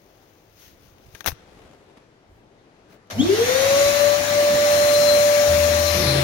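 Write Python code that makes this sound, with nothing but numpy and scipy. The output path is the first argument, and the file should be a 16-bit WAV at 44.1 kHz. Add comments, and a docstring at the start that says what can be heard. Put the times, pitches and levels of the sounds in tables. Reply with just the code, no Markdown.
"""In a quiet workshop, fingers rub and knock on a camera, and light steps shuffle further off.
At 3.1 s a shop vacuum beside a steel tank clicks on. Its motor hums on the first surge of current
and whines up to speed, and the rush and hiss of the air grow with it.
From about 5.5 s the air in the hose drones, liquid gulps into it, and the nozzle's hiss sinks in pitch."""
import sys
import numpy as np
from scipy import signal
from scipy.fft import rfft, irfft, next_fast_len
from scipy.io import wavfile
from scipy.ndimage import uniform_filter1d, map_coordinates

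SR = 44100
rng = np.random.default_rng(int(sys.argv[2]) if len(sys.argv) > 2 else 0)


def wrap_up_sound(samples):
    """Save the sound to the file named by the first command line argument, as 16-bit audio."""
    columns = np.atleast_2d(samples).T
    # keep every value between -1 and 1, then stretch to whole-number steps
    tamed = np.clip(columns, -1, 1)
    steps = np.round(tamed * 32767).astype(np.int16)
    wavfile.write(sys.argv[1], SR, steps)


N = 274743

# Levels are relative. "Side" is left minus right. A "fade time" is the time to fall by 60 dB.
# The workshop's background noise: (frequency [Hz], level [dB])
SHOP_SPECTRUM = [(20, -20), (42, -4.5), (70, -14), (100, -3.5), (130, -6), (250, -7.5), (370, -5),
                 (700, -10), (1130, -16), (1900, -19.5), (6400, -31), (7700, -37.5), (11000, -43),
                 (15500, -55)]
# How long the walls echo: (frequency [Hz], fade time [s])
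ECHO_TIMES = [(150, 0.43), (1000, 1), (4000, 1), (12000, 0.21)]
# How alike a noise is on the left and right: (frequency [Hz], likeness [0 to 1])
STEREO_LIKENESS = [(60, 0.92), (250, 0.93), (700, 0.57), (1500, 0.12), (4000, 0.033), (10000, 0)]

# Soft rubs of hand and sleeve: (time [s], half length [s], level [dB], side [dB])
SLEEVE_RUBS = [(.2, 0.62, -61, 23), (.645, 0.05, -49.5, 6), (.86, 0.044, -59, 15), (1.05, 0.058, -62, 13.5),
               (1.185, 0.041, -51, 17.5), (2.93, 0.023, -60, 7)]
# Rubbing cloth: (frequency [Hz], level [dB])
CLOTH_SPECTRUM = [(700, -34), (1200, -6), (2200, -3), (4500, -4.5), (6500, -1.5), (7500, -19), (10000, -11),
                  (13000, -8), (15500, -4)]
# Shuffles and light steps: (time [s], half length [s], level [dB], side [dB])
STEPS = [(1.39, 0.044, -58.5, -11), (1.6, 0.12, -50, 5), (1.734, 0.0021, -55, 5.5), (1.93, 0.11, -59.5, 4),
         (1.977, 0.0052, -50, 2), (2.93, 0.027, -50.5, 5)]
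# Shoes on the floor: (frequency [Hz], level [dB])
SHOE_SPECTRUM = [(88, -32), (150, -1), (270, -4), (434, -3), (638, -5), (796, -8.5), (905, -10.5),
                 (2920, -18.5), (12000, -34.5), (15600, -65), (22000, -120)]
# The hand shifts on the camera: (time [s], half length [s], level [dB], side [dB])
HAND_BUMPS = [(.8, 0.23, -58, -4.5), (1.08, 0.019, -50.5, -5.5), (1.143, .012, -47, 2),
              (1.322, 0.011, -34, 8), (1.62, 0.16, -56.5, -3), (2.35, 0.053, -56, -3)]
# The rumble of those bumps: (frequency [Hz], level [dB])
BUMP_SPECTRUM = [(22, -15), (45, -1), (100, -1.5), (170, -18.5), (350, -43)]
# Knocks on the camera and the switch: (time [s], level [dB], fade time [s], side [dB])
KNOCKS = [(0.983, -45.5, .02, 20.5), (1.149, -26.5, 0.062, 14), (1.2067, -21.5, .035, 29),
          (1.244, -27.5, .03, 20.5), (1.255, -24.5, .008, 25), (1.261, -10.5, .02, 32),
          (1.275, -11.5, .02, 28), (1.318, -27, .012, 2), (3.073, -51, .02, 2), (3.101, -29.5, .05, 3),
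          (3.109, -24, .06, 10)]
# The knocked case: (frequency [Hz], level [dB])
CASE_SPECTRUM = [(150, -14), (700, -4), (1300, -4), (1800, -7), (3000, -8.5), (4000, -7), (4800, -15.5),
                 (6200, -9), (7600, -29.5), (12000, -14.5), (15500, -29.5)]
# The notes the case rings at: (frequency [Hz], level [dB])
CASE_NOTES = [(1620, -14), (1790, -16)]
# Scraping skin: (frequency [Hz], level [dB])
SKIN_SPECTRUM = [(150, -4), (400, -6), (900, -2), (2200, 0), (3000, -5.5), (4100, -3), (4900, -5),
                 (6300, 0.5), (7500, -21), (9500, -9), (12500, -3), (15500, -7)]
# How far left the scrape sits: (frequency [Hz], side [dB])
SKIN_SIDES = [(100, 1.5), (1300, 12.5), (2400, 21), (4400, 35), (12000, 30)]

# The puff that starts the hose's drone: (frequency [Hz], level [dB])
PUFF_SPECTRUM = [(35, -25), (60, -6), (180, -7), (260, -33.5)]
# Liquid burbling in the hose: (frequency [Hz], level [dB])
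BURBLE_SPECTRUM = [(70, -24.5), (140, -7), (240, -17), (280, -20), (335, -6), (420, -19.5), (520, -13.5),
                   (800, -36.5)]
# Gulps of liquid: (time [s], length [s], first pitch [Hz], last pitch [Hz], level [dB])
HOSE_GULPS = [(5.928, 0.088, 193.6, 163, -31.5), (6.058, .18, 137.8, 133.5, -25)]

# Rushing air: (frequency [Hz], level [dB])
RUSH_SPECTRUM = [(450, -19), (720, -1), (1000, 0.5), (1350, 0.5), (2100, 2), (2900, -3.5), (3700, -2.5),
                 (4400, -1.5), (4900, -9), (5350, -7.5), (6200, -11.5), (7000, -14.5), (7450, -29.5),
                 (9000, -47.5)]
# The camera's body shades the rush's treble on the right: (frequency [Hz], side [dB])
RUSH_SIDES = [(700, -6), (1300, -6.5), (2200, -3), (3200, -3.5), (4400, -4.5), (6000, 5.5), (7200, 8.5)]
# The air's high hiss: (frequency [Hz], level [dB])
HISS_SPECTRUM = [(6900, -40), (7500, -5.5), (8300, 2), (10000, 8), (13000, 7), (15000, 1.5), (15800, -5)]
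# Where the hiss sits: (frequency [Hz], side [dB])
HISS_SIDES = [(7500, -3), (9000, 0.5), (12000, 2), (15500, 16.5)]
# The low roar of the vacuum's canister: (frequency [Hz], level [dB])
CANISTER_SPECTRUM = [(25, -27), (60, -4), (100, -3), (170, -2), (270, 1), (400, -3), (520, 2), (700, 2.5),
                     (850, -6.5), (1200, -26)]
# How openly the listener faces the air stream: (time [s], level [dB], side [dB])
STREAM_FACING = [(3.5, -0.5, 5), (3.83, 1, 8), (4.2, -1.75, 7), (4.6, -0.85, 7.5), (4.72, 0.5, 10.5),
                 (5.1, 0.83, 16.5), (5.7, -0.25, 14), (6.0, 2.1, 17), (6.23, 0.5, 14.5)]
# The ringing air gap at the nozzle: (time [s], pitch [Hz], strength [dB])
NOZZLE_GAP = [(5.5, 6970, 8), (5.78, 6950, 8), (5.9, 6200, 7.5), (6.03, 5460, 8), (6.13, 4400, 5.5),
              (6.23, 3760, 3.5)]

# The shaft's tone as the listener moves through loud and quiet spots: (time [s], level [dB], side [dB])
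WHINE_PATH = [(3.3, -17.5, 4), (3.46, -21.5, 1), (3.58, -19.5, 17), (3.73, -17.5, 2.5), (3.87, -16.5, 2),
              (3.92, -21.5, 10), (4.08, -14.5, 13.5), (4.25, -26.5, 16), (4.38, -17.5, 4),
              (4.56, -18.5, -3), (5.12, -16, -1.5), (5.68, -18.5, 6.5), (6.04, -26, 5), (6.23, -23.5, 35)]
# The seven fan blades' tone swells and fades as the listener moves: (time [s], level [dB])
BLADE_LEVELS = [(3.8, -39), (3.82, -39.5), (4.16, -43.5), (4.21, -50), (5.12, -33), (5.46, -53),
                (5.74, -40.5), (5.83, -52), (5.88, -32), (6.06, -50), (6.09, -29.5), (6.23, -50)]
# Tones of the fan and motor contacts: (pitch [times shaft speed], level [dB], blade swell share [0 to 1])
MOTOR_OVERTONES = [(2, -38.5, 0.08), (2.993, -40.5, 0), (9, -45, 0.088), (11.98, -42, 0.096), (24, -56, 1)]

SWITCH_ON_S, FULL_SPEED_HZ = 3.1, 585.8


def amp(db):
    """Turn decibels into a gain to multiply by."""
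    return 10 ** (np.asarray(db) / 20)


def unit(x):
    """Scale x to an average strength (rms) of 1."""
    return x / np.sqrt(np.mean(x ** 2) + 1e-20)


def along(points, hz):
    """Read a (frequency, value) table at hz, with octaves evenly spaced."""
    frequencies, values = np.transpose(points)
    return np.interp(np.log(hz + 1), np.log(frequencies + 1), values)


def clock():
    """The time of each sample in seconds."""
    return np.arange(N) / SR


def curves(rows, t):
    """Read each column after the first at the times t."""
    times, *columns = np.transpose(rows)
    return [np.interp(t, times, column) for column in columns]


def since(start, rise):
    """Rise smoothly from 0 towards 1, beginning at start."""
    return 1 - np.exp(-np.maximum(clock() - start, 0) / rise)


def held(start, rise, hold, fall):
    """A loudness curve that rises, holds and dies away."""
    return since(start, rise) * (1 - since(start + hold, fall))


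def wobble(rate):
    """A smooth curve through `rate` random points a second."""
    return map_coordinates(rng.standard_normal(int(N * rate / SR) + 4), [clock() * rate])


def angle(hz):
    """The running phase of a tone whose pitch changes."""
    return 2 * np.pi * np.cumsum(hz) / SR


def pan(db):
    """Left and right gains that keep the total power; positive db leans left."""
    gains = amp(np.array([np.atleast_1d(db), -np.atleast_1d(db)]) / 2)
    return gains / np.sqrt(np.mean(gains ** 2, axis=0))


def filtered(x, response):
    """Multiply each frequency in x by response(hz)."""
    size = next_fast_len(N + SR // 4)
    return irfft(rfft(x, size) * response(np.fft.rfftfreq(size, 1 / SR)), size)[..., :N]


def noise(spectrum, patchy_db):
    """Shaped stereo noise with random louder and softer patches; both sides are alike in the bass."""
    bands = signal.stft(rng.standard_normal((2, N)), nperseg=512)[2]
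    patches = uniform_filter1d(rng.standard_normal(bands.shape[1:]), size=5, axis=0)
    patches = uniform_filter1d(patches, size=14, axis=1)
    pair = signal.istft(bands * amp(patchy_db * unit(patches)), nperseg=512)[1][:, :N]

    def colour(hz):
        spread = np.arccos(np.clip(along(STEREO_LIKENESS, hz), -1, 1)) / 2
        return amp(along(spectrum, hz)) * np.array([np.cos(spread), np.sin(spread)])

    mid, side = filtered(pair, colour)
    return unit(np.array([mid + side, mid - side]))


def workshop():
    """The room's quiet background noise, wavering a little."""
    return amp(-54.5 + 1.1 * wobble(5.66)) * pan(4.3) * noise(SHOP_SPECTRUM, patchy_db=1.0)


def room_echo(x):
    """Sound bounces off the walls and dies away, with its own echo on each side."""
    hz, t, bands = signal.stft(rng.standard_normal((2, SR // 2)), SR, nperseg=256)
    decay = amp(-60 * t / along(ECHO_TIMES, hz)[:, None])
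    tail = signal.istft(bands * decay, SR, nperseg=256)[1]
    return signal.fftconvolve(np.atleast_2d(x), tail / np.linalg.norm(tail[0]), axes=1)[:, :N]


def from_left(x, lag_s=0.00024):
    """Sound from the left reaches that side a moment sooner."""
    return filtered(x, lambda hz: np.exp(1j * np.pi * hz * lag_s * np.array([[1], [-1]])))


def rustle(rows, spectrum, grain_db):
    """Surfaces rub together in soft swells of grainy noise."""
    swell = sum(amp(db) * pan(side_db) * np.exp(-((clock() - time) / half_length) ** 2 / 2)
                for time, half_length, db, side_db in rows)
    friction = noise(spectrum, patchy_db=0.6)
    return swell * unit(amp(grain_db * wobble(250)) * friction)


def knocks():
    """Each knock is a sharp crack, a short rattle and a ring of the case."""
    hits, rings = np.zeros((2, N)), np.zeros((2, N))
    t = np.arange(SR // 4) / SR
    notes = sum(amp(db) * np.sin(2 * np.pi * hz * t) for hz, db in CASE_NOTES)
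    crack = amp(-10 - 60 * t / 0.012)
    for time, db, fade_s, side_db in KNOCKS:
        start = round(time * SR)
        span = slice(start, start + len(t))
        gain = amp(db) * pan(side_db)
        decay = amp(-60 * t / fade_s)
        hits[:, span] += gain * (crack + amp(-12) * decay) * rng.standard_normal((2, len(t)))
        rings[:, span] += gain * decay * notes
    return filtered(hits, lambda hz: unit(amp(along(CASE_SPECTRUM, hz)))) + rings


def finger_slip(slip_at=1.261, hold_s=0.022, fall_db_per_s=748, thump_at=1.277, thump_hz=82):
    """Skin scrapes over the camera's left sound hole and pushes a short, low thump into it."""
    slip_db = -20.5 - fall_db_per_s * np.maximum(clock() - slip_at - hold_s, 0)
    scrape = amp(slip_db + 3 * wobble(900)) * since(slip_at, 0.001) * noise(SKIN_SPECTRUM, patchy_db=2.5)
    age = np.maximum(clock() - thump_at, 0)
    thump = amp(-21.5 - 60 * age / 0.11) * since(thump_at, 0.0014) * np.sin(2 * np.pi * thump_hz * age)
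    return filtered(scrape, lambda hz: pan(along(SKIN_SIDES, hz))) - thump * pan(11)


def gulp(start, length, first_hz, last_hz, db):
    """Liquid pulled into the hose makes one sinking, wobbly note."""
    hz = np.interp(clock(), [start, start + length], [first_hz, last_hz]) * (1 + 0.012 * wobble(40))
    loudness = amp(db + wobble(30)) * held(start, 0.02, length, 0.02)
    return loudness * np.sqrt(2) * np.sin(angle(hz))


def hose(start=5.465, drone_hz=81):
    """The air in the hose starts to drone with a puff; then liquid burbles and gulps."""
    drone_db = -29.5 + 3 * (1 - since(start, 0.09))  # starts strongly, then settles
    loudness = amp(drone_db + 1.3 * wobble(25)) * since(start, 0.018)
    drone = loudness * np.sqrt(2) * np.sin(angle(drone_hz + 1.08 * wobble(17)))
    burble = amp(-29) * since(5.9, 0.051) * noise(BURBLE_SPECTRUM, patchy_db=3)
    puff = amp(-27.5) * held(start, 0.005, 0, 0.068) * noise(PUFF_SPECTRUM, patchy_db=2.5)
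    return drone + sum(gulp(*row) for row in HOSE_GULPS) + burble + puff


def tank_echoes(x, echo_db=-8, longest_s=0.013, count=12):
    """Quick echoes off the steel tank boost some frequencies and cancel others."""
    delays = longest_s * rng.uniform(0.2, 1, (count, 2, 1))
    gain = amp(echo_db) / np.sqrt(count)
    comb = lambda hz: 1 + gain * sum(np.exp(-2j * np.pi * hz * delay) for delay in delays)
    return unit(filtered(x, comb))


def nozzle(x, width_octaves=0.45, overtone_ratio=2.2):
    """The nozzle's gap rings at two pitches that slide down through the hiss, dulling it above them."""
    hz, t, bands = signal.stft(x, SR, nperseg=512)
    centre_hz, strength_db = curves(NOZZLE_GAP, t)
    octaves = np.log2((hz[:, None] + 1) / centre_hz)
    upper_octaves = octaves - np.log2(overtone_ratio)
    lower_peak = np.exp(-(octaves / width_octaves) ** 2)
    upper_peak = 0.54 * np.exp(-2 * (upper_octaves / width_octaves) ** 2)
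    dulling = 0.15 + np.clip(octaves, 0, 0.6) + 3.5 * np.clip(upper_octaves, 0, 1)
    gain = amp(strength_db * (lower_peak + upper_peak - dulling))
    return signal.istft(bands * gain, SR, nperseg=512)[1][:, :N]


def air_stream(speed_share):
    """The air rushes and hisses harder as the fan speeds up, over the canister's low roar."""
    facing_db, side_db = curves(STREAM_FACING, clock())
    flow = np.clip(speed_share / 0.88, 0, 1)  # near full speed the hose limits the flow
    sparks = amp(-9.5) * held(SWITCH_ON_S, 0.0026, 0.022, 0.018)  # the motor's brushes fizz briefly
    rush = tank_echoes(noise(RUSH_SPECTRUM, patchy_db=1.33))
    rush = filtered(rush, lambda hz: pan(along(RUSH_SIDES, hz)))
    rush *= amp(-23 + facing_db) * (flow ** 2.3 + sparks) * pan(side_db)
    hiss = filtered(noise(HISS_SPECTRUM, patchy_db=1.26), lambda hz: pan(along(HISS_SIDES, hz)))
    hiss *= amp(-31 + 1.6 * facing_db) * (flow ** 3.7 + 0.35 * sparks) * pan(0.5 * side_db)
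    roar = amp(-32) * speed_share ** 0.23 * pan(1.8) * noise(CANISTER_SPECTRUM, patchy_db=2.5)
    return (nozzle(rush + hiss) + roar) * since(SWITCH_ON_S, 0.0017)


def high_sheen(phase, speed_share, load):
    """A thin, high band of hiss climbs with the shaft and is stronger while the motor works hard."""
    centre = 26.7 * phase
    band = np.array([wobble(450) * np.cos(centre) + wobble(450) * np.sin(centre) for _ in range(2)])
    loudness = amp(-45) * (1 - since(5.8, 0.08)) + amp(-40) * load ** 0.4
    return band * speed_share ** 4 * loudness


def brushes(phase, speed, speed_share, load, bars=12, housing_hz=3360, width_hz=360):
    """The motor's sliding contacts chirp as they pass the housing's own pitch, then rasp under load."""
    bar_phase = bars * phase + 0.9 * wobble(300)
    ringing = amp(-24) * np.exp(-((bars * speed - housing_hz) / width_hz) ** 2)
    chirp = ringing * (np.sin(bar_phase) + 0.3 * np.sin(2 * bar_phase))
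    rasp = amp(-21) * speed_share ** 5 * np.sqrt(load) * np.sin(bar_phase)
    sound = (chirp + rasp) * since(SWITCH_ON_S, 0.022)
    return sound + 0.5 * room_echo(sound)


def fluttering_tone(phase, level_db, flutter_db, drift):
    """One tone wavers in level and phase on its way through swirling air."""
    fading_db = np.array([flutter_db * wobble(4.94) + 2.2 * wobble(45) for _ in range(2)])
    wander = drift * np.array([wobble(7) + 0.5 * wobble(70) for _ in range(2)])
    return amp(level_db + fading_db) * np.sqrt(2) * np.sin(phase + wander)


def fan_tones(phase, speed_share, blade_count=7):
    """The fan blades' tone and weaker overtones come out as the shaft nears full speed."""
    blade_db, = curves(BLADE_LEVELS, clock())
    _, side_db = curves(STREAM_FACING, clock())
    swell_db = blade_db - np.median(blade_db)
    drift = 0.5 + 4 * (1 - speed_share)
    blades = fluttering_tone(blade_count * phase, blade_db + 5.5, flutter_db=1, drift=drift)
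    overtones = sum(fluttering_tone(multiple * phase, db + share * swell_db, flutter_db=2.5, drift=0.28)
                    for multiple, db, share in MOTOR_OVERTONES)
    return blades * speed_share ** 3 * pan(side_db) + overtones * speed_share ** 5 * pan(5)


def shaft_whine(phase, speed, load, cutoff_hz=243):
    """One wave per turn of the shaft; while it climbs, the tone beats against its own lower echoes."""
    whine_db, side_db = curves(WHINE_PATH, clock())
    escaping = 1 / np.hypot(1, (cutoff_hz / (speed + 1)) ** 10)  # the canister hardly gives off low tones
    direct = np.exp(1j * phase) * since(SWITCH_ON_S, 0.15)
    tone = direct + amp(4) * np.sqrt(load) * room_echo(direct)
    tone *= amp(3.5 * load ** 0.3 * wobble(70))  # the room favours some pitches, so the climb flutters
    strength = np.sqrt(np.abs(uniform_filter1d(np.abs(tone) ** 2, size=SR // 8)) + 0.01)
    return amp(whine_db + 4) * escaping * pan(side_db) * tone.real / strength


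def shaft_speed(kick_share=0.151, kick_s=0.0395, spin_up_s=0.217):
    """Turns per second: a quick kick, then a slower climb to full speed."""
    kick = kick_share * since(SWITCH_ON_S, kick_s)
    climb = (1 - kick_share) * since(SWITCH_ON_S, spin_up_s)
    return FULL_SPEED_HZ * (kick + climb)


def motor(speed, speed_share, hum_hz=100):
    """The motor whines up to speed; its current drops, and so does its hum at twice the mains frequency."""
    load = np.clip(1 - speed_share, 1e-4, 1)
    phase = angle(speed * (1 + 0.00042 * wobble(14)))
    hum = (amp(-28.5) * load + amp(-41.5)) * np.sin(2 * np.pi * hum_hz * clock()) * since(3.118, 0.022)
    whine = shaft_whine(phase, speed, load) + fan_tones(phase, speed_share)
    return hum + whine + brushes(phase, speed, speed_share, load) + high_sheen(phase, speed_share, load)


def scene():
    """Mix the handling noises, the quiet workshop and the vacuum."""
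    taps = knocks() + finger_slip()
    rubs = rustle(SLEEVE_RUBS, CLOTH_SPECTRUM, grain_db=1.5)
    steps = rustle(STEPS, SHOE_SPECTRUM, grain_db=2)
    bumps = rustle(HAND_BUMPS, BUMP_SPECTRUM, grain_db=0.5)
    background = workshop()
    speed = shaft_speed()
    speed_share = np.clip(speed / FULL_SPEED_HZ, 0, 1)
    vacuum = motor(speed, speed_share) + air_stream(speed_share)
    handling = taps + rubs + steps + bumps
    return from_left(background + vacuum) + hose() + handling + amp(-28.5) * room_echo(taps)


def record(dry, top_hz=15900):
    """Cut off the very highest treble."""
    return filtered(dry, lambda hz: hz < top_hz)


dry = scene()
out = record(dry)
wrap_up_sound(out)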